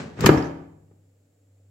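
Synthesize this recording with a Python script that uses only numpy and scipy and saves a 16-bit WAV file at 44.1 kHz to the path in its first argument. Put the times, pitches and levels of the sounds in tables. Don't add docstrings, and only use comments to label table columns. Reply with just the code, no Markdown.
import sys
import numpy as np
from scipy import signal
from scipy.fft import rfft, irfft
from scipy.io import wavfile

SR = 44100
rng = np.random.default_rng(int(sys.argv[2]) if len(sys.argv) > 2 else 0)


def digitize_waveform(pressure):
    field = np.atleast_2d(pressure).T
    bounded = np.clip(field, -1, 1)
    quanta = np.round(bounded * 32767).astype(np.int16)
    wavfile.write(sys.argv[1], SR, quanta)


N = 74970


def amp(db):
    return 10 ** (np.asarray(db) / 20)


def unit(x):
    return x / np.sqrt(np.mean(x ** 2) + 1e-20)


def read(points, hz):
    row_hz, value = np.transpose(points)
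    return np.interp(np.log(hz + 1), np.log(row_hz + 1), value)


def level(points):
    return amp(np.interp(np.arange(N) / SR, *np.transpose(points)))


def add(mix, start_s, sound):
    part = mix[:, round(start_s * SR):][:, :sound.shape[-1]]
    part += sound[..., :part.shape[1]]


def colour(x, db_at):
    size = 4096
    log_gain = np.log(amp(db_at(abs(np.fft.fftfreq(size, 1 / SR)))) + 1e-6)
    response = np.exp(np.conj(signal.hilbert(log_gain)))
    taps = np.fft.ifft(response).real[:size // 2]
    return signal.fftconvolve(x, np.atleast_2d(taps / np.linalg.norm(taps)), axes=1)[:, :x.shape[1]]


def pair(x):
    # (frequency [Hz], likeness [0-1])
    likeness = [(100, 0.85), (300, 1), (550, .3), (1200, .25), (3000, 0), (16000, 0.7)]
    left, other = rfft(x)
    same = np.clip(read(likeness, np.fft.rfftfreq(x.shape[1], 1 / SR)), 0, 1)
    right = same * left + np.sqrt(1 - same ** 2) * other
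    return irfft(np.array([left, right]), x.shape[1])


def burst(envelope):
    noise = pair(rng.choice([-1., 1.], (2, len(envelope))))
    return noise * envelope / np.linalg.norm(envelope)


def ring(tones, t):
    return sum(amp(db - 60 * t / fade_s) * np.sin(2 * np.pi * hz * t) for hz, db, fade_s in tones)


def background(hum_hz=98.8, air_db=-68.5):
    # (frequency [Hz], relative level [dB])
    air_tone = [(30, -10.5), (64, -8.5), (140, -2.5), (210, -13.5), (285, 1), (350, -13), (480, -4),
                (700, -13.5), (1000, -27.5), (2300, -26.5), (3500, -30), (6300, -29), (7300, -18.5),
                (8700, -31.5), (16000, -34)]
    # (time [s], level [dB])
    hum_levels = [(0, -58.5), (1.0, -58), (1.22, -63), (1.33, -69), (1.45, -60.5), (1.56, -58), (1.7, -55)]
    air = colour(pair(rng.standard_normal((2, N))), lambda f: read(air_tone, f))
    hum = unit(np.sin(2 * np.pi * hum_hz * np.arange(N) / SR))
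    return amp(air_db) * unit(air) + level(hum_levels) * hum


def room(x, delay_s=0.015, build_s=0.0049):
    # (frequency [Hz], fade time [s])
    fade_times = [(80, 1.27), (250, 0.7944), (600, 0.7033), (1300, .6), (2500, 0.602), (5500, .5),
                  (8000, 0.5), (12000, 0.52), (16000, 0.08)]
    # (frequency [Hz], relative level [dB])
    echo_tone = [(60, -8), (150, -7), (350, 0.5), (700, 0), (1500, -7), (3000, -9.5), (7000, -12),
                 (10000, -17), (16000, -15)]
    hz, t, bands = signal.stft(pair(rng.standard_normal((2, SR))), SR, nperseg=256)
    fade_s = read(fade_times, hz)[:, None]
    bands *= amp(read(echo_tone, hz)[:, None] - 60 * t / fade_s)
    bands *= np.sqrt(2 * np.log(1000) / (fade_s * SR))
    tail = signal.istft(bands, SR, nperseg=256)[1][:, :SR]
    tail *= np.clip((np.arange(SR) / SR - delay_s) / build_s, 0, 1)
    return signal.fftconvolve(x, tail, axes=1)[:, :N]


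def rattles(gain_db=28.5, fade_s=0.09, ring_db=20.5, ring_width_hz=250):
    # (time [s], relative level [dB], pitch of the ring [Hz])
    hits = [(.374, -34.5, 5600), (0.422, -41.5, 5000), (0.442, -43.5, 5970), (0.454, -48, 6150),
            (0.47, -50, 6110)]
    # (frequency [Hz], relative level [dB])
    basket_tone = [(300, -10), (1000, 8), (1700, 18), (2600, 1), (4000, -3), (7500, -11), (9500, -24),
                   (12000, -24), (16000, -32)]
    out, t = np.zeros((2, N)), np.arange(SR // 4) / SR
    for start_s, db, hz in hits:
        noise = burst(amp(-60 * t / fade_s))
        chatter = colour(noise, lambda f: read(basket_tone, f)
                         + ring_db / (1 + ((f - hz) / ring_width_hz) ** 2))
        add(out, start_s, amp(gain_db + db) * chatter)
    return out


def scrape(gain_db=-0.5, slips_per_s=9000, spread_db=2):
    # (time [s], relative level [dB])
    push = [(0, -29.5), (.04, -38), (.085, -45), (.16, -50.5), (.19, -37.5), (.215, -28.5), (.245, -22.5),
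            (.27, -30.5), (.3, -78.5)]
    # (frequency [Hz], relative level [dB])
    runner_tone = [(40, -20.5), (75, -6), (110, 1.5), (220, -1.5), (330, -9), (460, -7.5), (680, -15.5),
                   (1150, -16), (1800, -17), (3300, -25), (5000, -29), (7700, -32.5), (10000, -52),
                   (16000, -63.5)]
    slips = rng.standard_normal((2, N)) * (rng.random(N) < slips_per_s / SR)
    slips *= amp(spread_db * np.minimum(rng.exponential(1, N), 3))
    rubbing = colour(pair(slips), lambda f: read(runner_tone, f))
    return amp(gain_db) * level(push) * unit(rubbing)


def snaps(gain_db=6.5, crack_fade_s=0.0066, ring_db=-11, ring_fade_s=0.078):
    # (time [s], relative level [dB], left over right [dB])
    hits = [(0.2079, -18, 6.5), (.211, -21.5, 5.5), (0.2604, 0.5, 1), (.2625, -0.5, 1.5), (.268, -20, -1.5)]
    # (frequency [Hz], relative level [dB])
    catch_tone = [(200, -20.5), (900, -6), (1600, 4.5), (3200, -2.5), (4500, -0.5), (5500, -1), (7600, 4.5),
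                  (9600, -14), (12000, -2.5), (16000, -11.5)]
    # (frequency [Hz], left over right [dB])
    lean = [(2000, 1.5), (4000, 6), (7000, 9), (9000, -5.5), (15000, -3.5)]
    cracks, t = np.zeros((2, N)), np.arange(SR // 4) / SR
    envelope = amp(-60 * t / crack_fade_s) + amp(ring_db - 60 * t / ring_fade_s)
    for start_s, db, balance_db in hits:
        add(cracks, start_s, amp([[db + balance_db / 2], [db - balance_db / 2]]) * burst(envelope))
    left = colour(cracks[:1], lambda f: read(catch_tone, f) + read(lean, f) / 2)
    right = colour(cracks[1:], lambda f: read(catch_tone, f) - read(lean, f) / 2)
    return amp(gain_db) * np.vstack([left, right])


def knocks(body_db=-4.5, shell_db=17, thump_fade_s=0.034, shell_fade_s=0.055):
    # (time [s], boom [dB], clatter [dB], treble cutoff [Hz], thump [dB], thump pitch [Hz])
    hits = [(0.172, -29, -35, 1410, -29.5, 218), (0.1892, -18.5, -24, 1300, -19, 228),
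            (0.2248, -20, -21, 1100, -16, 197), (0.2388, -8.5, -11, 1500, -13, 400.4),
            (0.243, -1.5, -6, 900, -6, 215.5), (0.2618, -10.5, 0, 3800, -6.5, 200.2),
            (0.2905, -2, 1.5, 1300, 3.5, 370), (0.3647, -2.5, -26, 71, -21, 80),
            (.911, -49.5, -46, 751, -48, 410)]
    # (pitch [Hz], relative level [dB], fade time [s])
    body_tones = [(80.8, -29, 0.88), (130.4, -16, .45), (150.3, -5, 0.31), (164.53, -24, 1.0),
                  (200.3, -6, 0.22), (239.2, -15, .58), (275.4, -16.5, 0.52), (311.7, -11.5, .47),
                  (330.6, -14.5, 0.22), (371.7, -10.5, 0.32), (442.5, -24.5, 0.67)]
    # (pitch [Hz], relative level [dB], fade time [s])
    panel_tones = [(586.5, -34.5, 0.3), (760.7, -37.5, .4), (926, -24.5, 0.038), (1212, -26.5, .12),
                   (1663, -25, 0.13), (1860, -27, 0.17), (2110, -30, 0.11), (2376, -25.5, 0.26),
                   (2999, -25.5, .09)]
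    # (frequency [Hz], relative level [dB])
    shell_tone = [(40, -35.5), (120, -10), (400, -3), (650, -2.5), (1100, 1), (2000, -4.5), (4000, -10),
                  (8000, -8), (16000, -22)]
    booms, clatters, t = np.zeros((2, N)), np.zeros((2, N)), np.arange(2 * SR) / SR
    body = amp(body_db) * ring(body_tones, t)
    panels = ring(panel_tones, t[:SR])
    contact = 1 - np.exp(-t / 0.00058)
    shell_envelope = (1 - np.exp(-t / 0.00049)) * amp(-60 * t / shell_fade_s)
    for start_s, boom_db, clatter_db, cutoff_hz, thump_db, thump_hz in hits:
        soften = signal.butter(2, cutoff_hz, fs=SR)
        thump = ring([(thump_hz, thump_db, thump_fade_s)], t)
        shell = amp(shell_db) * colour(burst(shell_envelope[:SR]), lambda f: read(shell_tone, f))
        add(booms, start_s, signal.lfilter(*soften, contact * thump))
        add(booms, start_s + 0.002, amp(boom_db) * signal.lfilter(*soften, contact * body))
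        add(clatters, start_s, amp(clatter_db) * signal.lfilter(*soften, panels + shell))
    return booms, clatters


def scene(left_db=2.62, boom_echo_db=-11.5):
    booms, clatters = knocks()
    booms = booms * amp([[left_db / 2], [-left_db / 2]])
    drawer = clatters + scrape() + snaps() + rattles()
    echoes = room(drawer + amp(boom_echo_db) * booms)
    return booms + drawer + echoes + background()


def record(dry, low_cut_hz=70, high_cut_hz=16000):
    thinned = signal.sosfilt(signal.butter(4, low_cut_hz, "highpass", fs=SR, output="sos"), dry)
    lowpass = signal.firwin(511, high_cut_hz, window=("kaiser", 9), fs=SR)
    return signal.oaconvolve(np.clip(thinned, -1, 1), lowpass[None], "same")


dry = scene()
out = record(dry)
digitize_waveform(out)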